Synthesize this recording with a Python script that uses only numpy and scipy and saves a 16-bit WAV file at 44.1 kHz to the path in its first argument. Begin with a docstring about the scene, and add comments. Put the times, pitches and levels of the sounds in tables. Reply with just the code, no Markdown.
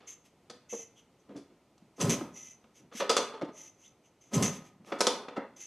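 """A small leak hisses and whistles as a two-stroke scooter's piston rises, and breathes as it returns.
The scooter is kicked over twice at a garage door and does not fire. Each kick whirls the gears
and pumps a hollow, gliding note through the engine; then the stiff lever springs back and clacks
twice on its stop, ringing the steel body. The scooter settles on its stand with a loose rattle."""
import sys
import numpy as np
from scipy import signal
from scipy.fft import rfft, irfft, next_fast_len
from scipy.io import wavfile
from scipy.ndimage import map_coordinates

SR = 44100
rng = np.random.default_rng(int(sys.argv[2]) if len(sys.argv) > 2 else 0)


def int16_out(signal):
    """Quantize to a 16-bit WAV file."""
    q = np.round(np.clip(np.atleast_2d(signal).T, -1, 1) * 32767)
    wavfile.write(sys.argv[1], SR, q.astype(np.int16))


N = 249606

# Two compressions per kick. Each row: start, rise and hiss length in seconds,
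# then hiss, knock and rasp levels in dB.
COMPRESSIONS = [(2, 0.013, 0.021, -32, -30, -31.5), (2.094, 0.0021, 0.054, -31, -34, -36),
                (4.328, 0.014, 0.031, -33.5, -36, -32.5), (4.4227, 0.0026, 0.07, -31.5, -33.5, -32)]


def amp(db):
    """Decibels to gain."""
    return 10 ** (np.asarray(db) / 20)


def unit(x):
    """Scale to rms 1."""
    return x / np.sqrt(np.mean(x ** 2) + 1e-20)


def interp_log(points, hz):
    """Interpolate (Hz, value) rows on a log frequency axis."""
    point_hz, value = np.transpose(points)
    return np.interp(np.log(hz + 1e-6), np.log(point_hz), value)


def colour(x, spectrum):
    """Filter by (Hz, dB) rows."""
    hz = np.fft.rfftfreq(len(x), 1 / SR)
    return irfft(rfft(x) * amp(interp_log(spectrum, hz)), len(x))


def noise(spectrum, size=N):
    """Coloured noise, rms 1."""
    return unit(colour(rng.standard_normal(next_fast_len(size)), spectrum)[:size])


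def resonate(x, modes):
    """Sum of (Hz, width Hz, dB) resonances, each applied twice for steep skirts; rms 1."""
    out = 0
    for hz, width_hz, db in modes:
        b, a = signal.iirpeak(hz, hz / (1.72 * width_hz), SR)
        out = out + amp(db) * unit(signal.lfilter(b, a, signal.lfilter(b, a, x)))
    return unit(out)


def wander(rate_hz):
    """Smooth random drift, rms 1."""
    return noise([(rate_hz, 0), (2 * rate_hz, -40), (20 * rate_hz, -120)])


def swell(hold_s, rise_s, release_db_per_s, sag_db_per_s, bend=2):
    """Envelope: power-law rise, steady sag, release after hold_s."""
    t = np.arange(SR * 3 // 4) / SR
    fall_db = sag_db_per_s * t + release_db_per_s * np.maximum(t - hold_s, 0)
    return np.minimum(t / rise_s, 1) ** bend * amp(-fall_db)


def add(mix, start_s, sound):
    """Mix a sound in at start_s."""
    part = mix[max(round(start_s * SR), 0):][:len(sound)]
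    part += sound[:len(part)]


def outdoor_air(level_db=-67, drift_db=0.5):
    """Faint, drifting yard air, as a mid and side pair."""
    # Each row: frequency in Hz, level in dB.
    air_spectrum = [(15, -42.5), (25, -18.5), (126, -2.5), (322, -3), (433, -6), (997, -12), (1140, -16),
                    (1270, -14), (1620, -22), (2120, -18.5), (4870, -27.5), (6050, -26.5), (8350, -30),
                    (12000, -36.5), (15000, -41.5)]
    breeze = amp(level_db + drift_db * wander(rate_hz=2.3))
    return breeze * noise(air_spectrum), breeze * noise(air_spectrum)


def garage(x, build_s=0.011):
    """Dense reflections build up and die, each band at its own speed."""
    # Each row: frequency in Hz, t60 in seconds.
    decay_times = [(100, 0.7), (400, 0.51), (1000, 0.63), (2800, 0.44), (7000, 0.29), (14000, 0.37)]
    hz, t, bands = signal.stft(rng.standard_normal(SR * 3 // 4), SR, nperseg=256)
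    damping = amp(-60 * t / interp_log(decay_times, hz)[:, None])
    _, tail = signal.istft(bands * damping, SR, nperseg=256)
    tail *= 1 - np.exp(-np.arange(len(tail)) / SR / build_s)
    return signal.fftconvolve(x, tail / np.linalg.norm(tail))[:N]


def stereo(direct, diffuse_mid, diffuse_side, echo_decay_s=0.012):
    """Two close microphones: direct sound is nearly alike in both, diffuse treble is not."""
    # Each row of both: frequency in Hz, side gain in dB.
    direct_width = [(120, -48), (400, -69), (1400, -46.5), (2400, -38.5), (5000, -46.5), (10000, -11)]
    diffuse_width = [(100, -44), (700, -69), (1400, -61.5), (2400, -25.5), (4400, -2), (10000, -13.5)]
    t = np.arange(SR // 10) / SR
    echoes = rng.standard_normal(len(t)) * np.exp(-t / echo_decay_s)  # off door frame and floor
    near_side = signal.fftconvolve(direct, echoes / np.linalg.norm(echoes))[:N]
    mid = direct + diffuse_mid
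    side = colour(near_side, direct_width) + colour(diffuse_side, diffuse_width)
    return np.array([(mid + side) * amp(-0.15), mid - side])


def pivot_squeaks(jitter_hz=220):
    """The lever's dry pivot gives short, gliding squeals."""
    # Each row: start in seconds, level in dB, first and last pitch in Hz, length in seconds.
    squeaks = [(0.945, -67, 3250, 3010, 0.084), (3.816, -68, 2740, 3800, 0.08),
               (4.03, -76.5, 2500, 3160, 0.05)]
    out = np.zeros(N)
    for start_s, db, first_hz, last_hz, length_s in squeaks:
        hz = np.linspace(first_hz, last_hz, int(length_s * SR))
        hz += jitter_hz * wander(rate_hz=270)[:len(hz)]
        squeal = np.sin(2 * np.pi * np.cumsum(hz) / SR)
        add(out, start_s, amp(db) * 2 * np.hanning(len(hz)) * squeal)
    return out


def stand_scrape(start_s=5.366, level_db=-39):
    """The stand's foot slides a little over the concrete."""
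    # Each row: frequency in Hz, level in dB.
    scrape_spectrum = [(200, -10), (500, 22.5), (1400, 9), (2100, 11), (2600, -33), (8000, -43)]
    out = np.zeros(N)
    envelope = swell(hold_s=0.08, rise_s=0.005, release_db_per_s=150, sag_db_per_s=120)
    add(out, start_s, amp(level_db) * envelope * noise(scrape_spectrum, len(envelope)))
    return out


def thuds(sharp=0.19, relax_s=0.006):
    """Piston air, boot and rocking body bump dully: a low tone that starts sharp, with noise round it."""
    # Each row: start in seconds, level in dB, pitch in Hz, rise in seconds, tone's share of the power.
    bumps = [(0.498, -52, 393, 0.0085, 0.08), (.725, -35.5, 462.6, 0.01, 0.73),
             (0.725, -47.5, 213, 0.01, 0.9), (0.789, -46, 455, 0.0066, 0.85),
             (0.822, -56, 450.4, 0.0079, 0.74), (1.286, -45, 284.5, 0.021, 0.38),
             (1.345, -43, 283.4, 0.018, 0.37), (1.501, -60, 237, 0.017, 0.08),
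             (1.816, -57, 199, 0.01, 0.53), (2.115, -35.5, 401, 0.0078, 0.9), (2.207, -36, 301, 0.008, 0.4),
             (2.237, -43, 190, 0.0045, 1), (2.64, -53.5, 225, 0.0058, 0.7), (2.794, -57, 205, 0.027, 0),
             (2.949, -42.5, 217, 0.0043, 1), (3.012, -33, 532.5, 0.013, 0.58),
             (3.098, -27.5, 448, 0.0076, 0.72), (3.17, -34.5, 439, 0.017, 0.4),
             (3.339, -41, 443, .006, 0.96), (3.416, -33, 495, 0.0047, 0.3),
             (3.427, -30.5, 286, 0.0052, 0.47), (3.444, -39, 476, 0.0056, 0.24),
             (3.481, -44, 428, 0.0078, 0.13), (4.792, -57, 177, 0.024, 0.12), (5.072, -27, 482, 0.006, 1),
             (5.366, -36, 567, 0.0064, 0.54), (5.377, -31, 264, 0.0054, 0.6)]
    # Noise round a bump. Each row: ratio to the pitch, level in dB.
    spread_spectrum = [(.15, -44), (.45, -9), (.72, -1), (1.3, 1), (2.2, -10.5), (4, -23), (12, -33),
                       (40, -67.5)]
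    out, t = np.zeros(N), np.arange(SR // 4) / SR
    for start_s, db, hz, rise_s, share in bumps:
        spread = noise([(ratio * hz, band_db) for ratio, band_db in spread_spectrum], len(t))
        cycles = np.cumsum(hz * (1 + sharp * np.exp(-t / relax_s))) / SR
        tone = unit(np.sin(2 * np.pi * cycles))
        push = t / rise_s * np.exp(1 - t / rise_s)
        add(out, start_s, amp(db) * push * (np.sqrt(share) * tone + np.sqrt(1 - share) * spread))
    return out


def leak_whistle():
    """The leak's resonances, shifting a little in pitch from push to push."""
    # Each row: frequency and width in Hz, level in dB.
    whistle_modes = [(2053, 85, -15), (2620, 42, -16.5), (3027, 440, -17), (5420, 90, -21.5),
                     (6107, 190, 1.5), (6356, 160, -4), (7060, 110, -11.5), (7140, 73, -19),
                     (8200, 120, -30.5), (9400, 130, -24.5), (10250, 150, -23.5), (11350, 220, -26.5),
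                     (11950, 146, -33)]
    # Each row: time in seconds, pitch shift in cents.
    pitch_bend = [(0.101, 55), (0.723, 20), (0.851, 5), (2.049, -4), (3.599, 0), (3.902, 22), (5.599, 7.5)]
    whistle = resonate(rng.standard_normal(N), whistle_modes)
    cents = np.interp(np.arange(N) / SR, *np.transpose(pitch_bend))
    return map_coordinates(whistle, [np.cumsum(2 ** (cents / 1200))], order=5, mode="reflect")


def leak(jet_db=-15, growth=0.7, reference_db=-43, flutter_db=1.0, rough_db=1.4):
    """Air through a small leak: firm, slow pushes whistle; faint puffs and fast kicks are breathier."""
    # Whistling hisses as the piston rises, faint breathy draws as it returns.
    # Each row: start and length in seconds, level in dB, rise in seconds, extra rush in dB.
    puffs = [(0.062, 0.063, -46, 0.019, 0), (0.231, 0.03, -66, 0.03, 18.5), (0.684, 0.15, -41.5, 0.021, -7),
             (0.94, 0.056, -62, 0.04, 6.5), (1.177, 0.024, -73, 0.022, 6), (1.953, 0.056, -63.5, 0.018, 14),
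             (2.316, 0.21, -46, 0.051, -0.5), (2.727, 0.07, -61.5, 0.039, 12),
             (2.913, 0.096, -42.5, 0.065, 12), (3.511, 0.17, -47, 0.074, 2.5),
             (3.729, 0.15, -54.5, 0.12, 4), (4.021, 0.053, -67.5, 0.035, 6), (4.2, 0.18, -65, .016, 7),
             (4.501, 0.066, -49.5, 0.027, 11), (4.624, 0.059, -64.5, 0.031, 14),
             (4.838, 0.12, -66.5, 0.035, 22), (5.559, 0.057, -54.5, 0.007, 6.5),
             (5.594, 0.06, -47, 0.014, -2)]
    # Each row: frequency in Hz, level in dB.
    jet_spectrum = [(600, -17), (1700, -1), (2300, 4.5), (3300, 3.5), (4400, -3.5), (5400, 3.5), (6100, -1),
                    (7100, -3.5), (7900, -1.5), (9200, -9.5), (10400, -4.5), (13000, -12.5), (15500, -30.5)]
    flow, broad = np.zeros((2, N))
    for start_s, length_s, db, rise_s, rush_db in puffs:
        pressure = amp(db) * swell(length_s, rise_s, release_db_per_s=403.5, sag_db_per_s=45)
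        add(flow, start_s, pressure)
        add(broad, start_s, amp(rush_db) * pressure)
    for start_s, rise_s, length_s, db, *_ in COMPRESSIONS:  # dies faster at cranking speed
        pressure = amp(db) * swell(length_s, rise_s, release_db_per_s=660, sag_db_per_s=105.5)
        add(flow, start_s, pressure)
        add(broad, start_s, pressure)
    rush = broad * amp(jet_db) * (1 + growth * flow / amp(reference_db))
    rush *= unit(amp(rough_db * wander(rate_hz=460)))
    whistle = flow * leak_whistle()
    return amp(flutter_db * wander(rate_hz=76)) * (whistle + rush * noise(jet_spectrum))


def ratchet_rasp(grains_per_s=400, scatter_db=5, decay_s=0.018):
    """Ratchet teeth grind under each compression: a short, bright burst of grit."""
    # Each row: frequency in Hz, level in dB.
    grit_spectrum = [(1500, -8.5), (3000, 2.5), (4500, -17.5), (6100, 11), (6800, -12), (7400, 10),
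                     (8300, 4.5), (9200, -7), (10400, 2), (12500, -14), (14500, -27)]
    load, t = np.zeros(N), np.arange(SR // 5) / SR
    for start_s, rise_s, *_, db in COMPRESSIONS:
        attack = np.minimum(t / rise_s, 1) ** 2
        release = np.exp(-np.maximum(t - 1.02 * rise_s, 0) / decay_s)
        add(load, start_s, amp(db) * attack * release)
    grains = (rng.random(N) < grains_per_s / SR) * rng.choice([-1, 1], N)
    sizes = amp(scatter_db * rng.uniform(-1.1, 1, N))
    return load * unit(colour(grains * sizes, grit_spectrum))


def pumping(rough_db=2.2):
    """Air in crankcase and exhaust swings at one hollow note that sinks and climbs with the piston."""
    # One curve per kick. Each row: time in seconds, pitch in Hz, level in dB.
    glides = [
        [(1.998, 227.4, -60), (2.02, 198, -30.5), (2.033, 172.4, -35), (2.046, 153, -21.5), (2.062, 85.4, -43),
         (2.08, 115.4, -35), (2.095, 161, -25.5), (2.11, 170, -37), (2.132, 165, -35.5), (2.17, 160, -58)],
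        [(4.334, 232, -58), (4.352, 224.7, -30.5), (4.364, 175.4, -32.5), (4.376, 156, -22.5), (4.39, 85, -33),
         (4.412, 127, -38.5), (4.43, 171, -29), (4.447, 207, -31.5), (4.467, 156, -38), (4.52, 158, -54)],
    ]
    out = np.zeros(N)
    for glide in glides:
        times_s, hz, db = np.transpose(glide)
        t = np.arange(times_s[0], times_s[-1], 1 / SR)
        cycles = np.cumsum(np.interp(t, times_s, hz)) / SR
        add(out, times_s[0], amp(np.interp(t, times_s, db)) * unit(np.sin(2 * np.pi * cycles)))
    return out * amp(rough_db * wander(rate_hz=110))


def cranking(push_s=0.15, teeth_hz=190, slip=0.14, churn=2.2, modes_db=-4):
    """Gear teeth knock unevenly and air churns in the engine case, swelling and fading with each kick."""
    # Each row: start in seconds, level in dB, run-down in dB per second, spin-up in seconds.
    kicks = [(1.983, -30.5, 142, 0.037), (4.308, -30, 177, 0.057)]
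    # What the case lets out. Each row: frequency in Hz, level in dB.
    case_spectrum = [(25, -39.5), (55, -16), (100, -12.5), (130, -14.5), (200, -4.5), (270, -3.5),
                     (340, -7), (400, -6), (570, -8), (800, -15.5), (1500, -23), (3500, -30), (8000, -32),
                     (15000, -44.5)]
    # Case and exhaust. Each row: frequency and width in Hz, level in dB.
    case_modes = [(187, 88, -4), (229, 60, 0.5), (398, 24, -7.5), (564, 21, -15.5), (1027, 110, -7.5),
                  (1271.6, 7.3, -8.5), (4970, 160, -18)]
    spin = np.zeros(N)
    for start_s, db, run_down_db_per_s, spin_up_s in kicks:
        envelope = swell(push_s, spin_up_s, run_down_db_per_s, sag_db_per_s=8, bend=1.23)
        add(spin, start_s, amp(db) * envelope)
    teeth_passed = np.cumsum(teeth_hz * (1 + slip * wander(rate_hz=25))) / SR
    knocks = np.diff(np.floor(teeth_passed), prepend=0) * rng.uniform(0.1, 1, N)
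    drive = unit(knocks - knocks.mean()) + churn * rng.standard_normal(N)
    return spin * unit(unit(colour(drive, case_spectrum)) + amp(modes_db) * resonate(drive, case_modes))


def softness_db(hz, bright_hz, order=2.6):
    """A soft contact loses the treble above bright_hz."""
    return -10 * np.log10(1 + (hz / bright_hz) ** (2 * order))


def body_ring(t, bright_hz, favoured_hz, boost_db, scatter_db=3.0, favour_octaves=0.059, split_hz=11):
    """The struck spot favours one body mode; loose panels split every mode into a beating pair."""
    # Each row: frequency in Hz, level in dB, t60 in seconds.
    body_modes = [(409.6, -3.5, 0.79), (446, -11.5, 0.19), (516, -10, .36), (548, 8.5, 0.28),
                  (624, -8.5, 1), (728, 1.5, 0.31), (890, -2, 0.69), (935, 0, 0.41), (1000, 2, 0.32),
                  (1116, -11, 0.45), (1268, 3, 0.31), (1289, 8.5, 0.14), (1464, -7, 0.5),
                  (2450, -11.5, 0.43), (2960, -6.5, 0.18), (3470, -12, 0.16), (4050, -7, 0.17),
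                  (4400, -8, 0.26), (4818, -6.5, 0.18), (5180, -9, 0.3), (5360, -1, 0.17), (5800, -7, 0.23),
                  (6200, -1.5, .28), (6880, -5.5, 0.22), (7980, -18, 0.33)]
    mode_hz, mode_db, t60_s = np.transpose(body_modes)
    count = len(body_modes)
    gains = unit(amp(mode_db + softness_db(mode_hz, bright_hz) + scatter_db * rng.standard_normal(count)))
    gains *= amp(boost_db * np.exp(-(np.log2(mode_hz / favoured_hz) / favour_octaves) ** 2))
    pairs_hz = mode_hz + split_hz * rng.standard_normal((2, count))
    waves = sum(np.sin(2 * np.pi * (hz * t[:, None] + rng.random(count))) for hz in pairs_hz)
    damping = amp(-60 * t[:, None] / t60_s)
    return (waves * damping) @ gains / np.sqrt(count)


def steel_clatter(t, bright_hz, decay_s, panels_db=0.5, crack=0.2, crack_s=0.00047):
    """Struck steel gives a crack and a short, dense clatter."""
    # Each row: frequency in Hz, level in dB.
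    steel_spectrum = [(40, -48.5), (110, -25), (220, 1.5), (340, -1.5), (480, 0.5), (750, -2.5), (1100, -7),
                      (1700, -10.5), (2700, -6.5), (4000, -13), (6500, -8.5), (8200, -10.5), (10000, -10),
                      (12000, -17), (15000, -34.5)]
    # Lever and panels. Each row: frequency and width in Hz, level in dB.
    panel_modes = [(482, 102, 1), (1228, 78, 1), (1746, 120, -7), (3456, 110, 1), (4308, 410, 3),
                   (4744, 42, -5), (5333, 66, -1.5), (5956, 270, 3), (7010, 130, 0.5), (7810, 170, -5.5)]
    steel = noise(steel_spectrum, len(t))
    steel += amp(panels_db) * resonate(rng.standard_normal(SR), panel_modes)[-len(t):]
    grid_hz = np.geomspace(30, 20000, 80)
    burst = unit(colour(steel, np.c_[grid_hz, softness_db(grid_hz, bright_hz)]))
    return (np.exp(-t / decay_s) + crack * np.exp(-t / crack_s)) * burst


def contacts(knock_bright_hz=8000, knock_decay_s=0.012, knock_mode_hz=4818, knock_boost_db=9):
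    """Every blow on steel: the lever's returns, the drive's knock at each compression, stray taps."""
    # Two returns, each a release, stop, rebound, tap and touch of the stand. Each row: start in seconds,
    # level in dB, brightness in Hz, rise and decay in seconds, favoured mode in Hz, its boost in dB.
    lever_returns = [(3.0, -27, 3230, 0.004, 0.013, 4818, 7), (3.094, -26, 6700, 0.0005, 0.02, 4818, 21),
                     (3.166, -23.5, 7100, 0.00025, 0.012, 1230, 1.5),
                     (3.336, -43, 2520, 0.0077, 0.019, 882, 17),
                     (3.4125, -39.5, 2470, 0.0035, 0.0099, 735, 9),
                     (4.919, -30, 1820, 0.0029, 0.011, 541, 4),
                     (5.0056, -24, 7940, 0.00048, 0.012, 5420, 14.5),
                     (5.0684, -23, 7450, 0.00039, 0.0092, 3460, 15),
                     (5.282, -37.5, 2560, 0.0035, 0.0074, 4380, 6),
                     (5.362, -32, 2330, 0.0072, 0.0067, 1281, 8)]
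    # Taps and scuffs of boot and linkage. Each row: the first five columns above.
    stray_taps = [(.002, -63.5, 2760, 0.0024, 0.082), (0.4985, -45, 6500, 0.001, 0.0092),
                  (1.291, -53, 2000, .004, 0.0059), (1.358, -52.5, 9100, 0.013, 0.021),
                  (1.5, -69, 2200, 0.0017, 0.012), (1.779, -62, 9000, 0.00072, 0.0044),
                  (1.981, -48.5, 900, 0.0016, 0.011), (2.034, -51, 8000, .002, 0.013),
                  (2.209, -41, 1500, 0.003, 0.0057), (2.641, -55.5, 2610, 0.0006, 0.0039),
                  (2.914, -53.5, 2585, 0.0059, 0.047), (4.375, -40.5, 6000, 0.0011, 0.0057),
                  (4.62, -50.5, 3000, .001, 0.0029), (4.847, -42, 2790, 0.0013, 0.00098),
                  (4.868, -54.5, 1830, 0.002, 0.09), (4.985, -49, 9400, 0.0052, 0.032)]
    knocks = [(start_s, db, knock_bright_hz, rise_s, knock_decay_s, knock_mode_hz, knock_boost_db)
              for start_s, rise_s, _, _, db, _ in COMPRESSIONS]
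    return lever_returns + knocks + [(*tap, 1, 0) for tap in stray_taps]  # taps favour no mode


def steel_blows(clatter_db=5.0, ring_db=-3.5, chatter=0.33, typical_s=0.016, full_db=-22, lowest_hz=150):
    """Each blow clatters and rings the body; a longer, harder one leaves more energy ringing."""
    clatter, ring = np.zeros((2, N))
    t = np.arange(SR // 2) / SR
    for start_s, db, bright_hz, rise_s, decay_s, favoured_hz, boost_db in contacts():
        attack = amp(db) * (1 - np.exp(-t / rise_s))
        stored = np.sqrt(decay_s / typical_s) * amp(db - full_db) ** 0.31
        add(clatter, start_s, attack * steel_clatter(t, bright_hz, decay_s))
        add(ring, start_s, stored * attack * body_ring(t, bright_hz, favoured_hz, boost_db))
    clatter *= amp(clatter_db) * unit(np.exp(chatter * wander(rate_hz=354)))  # loose parts
    bass_cut = signal.butter(4, lowest_hz, "high", fs=SR, output="sos")  # small panels radiate no bass
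    return signal.sosfilt(bass_cut, [clatter, amp(ring_db) * ring])


def scene(spurt_db=2.5, full_pump_db=-32, engine_cut_hz=65):
    """The scooter straight ahead in the doorway; garage and quiet yard all round."""
    clatter, ring = steel_blows()
    pumped = pumping()
    spurts = amp(spurt_db * np.tanh(pumped / amp(full_pump_db)))  # each air swing chops hiss and grit
    hiss = (leak() + ratchet_rasp()) * spurts + pivot_squeaks()
    engine = cranking() + pumped + thuds() + stand_scrape()
    engine = signal.sosfilt(signal.butter(2, engine_cut_hz, "high", fs=SR, output="sos"), engine)
    into_garage = amp(-6.0) * clatter + amp(-11.5) * hiss + amp(-15.0) * engine
    diffuse_mid, diffuse_side = (garage(into_garage) + air for air in outdoor_air())
    return stereo(clatter + ring + hiss + engine, diffuse_mid, diffuse_side)


def record(dry, edge_hz=14700):
    """Steep low-pass on both channels."""
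    low_pass = signal.firwin(255, edge_hz, window=("kaiser", 9), fs=SR)
    return signal.oaconvolve(dry, low_pass[None], "same")


dry = scene()
out = record(dry)
int16_out(out)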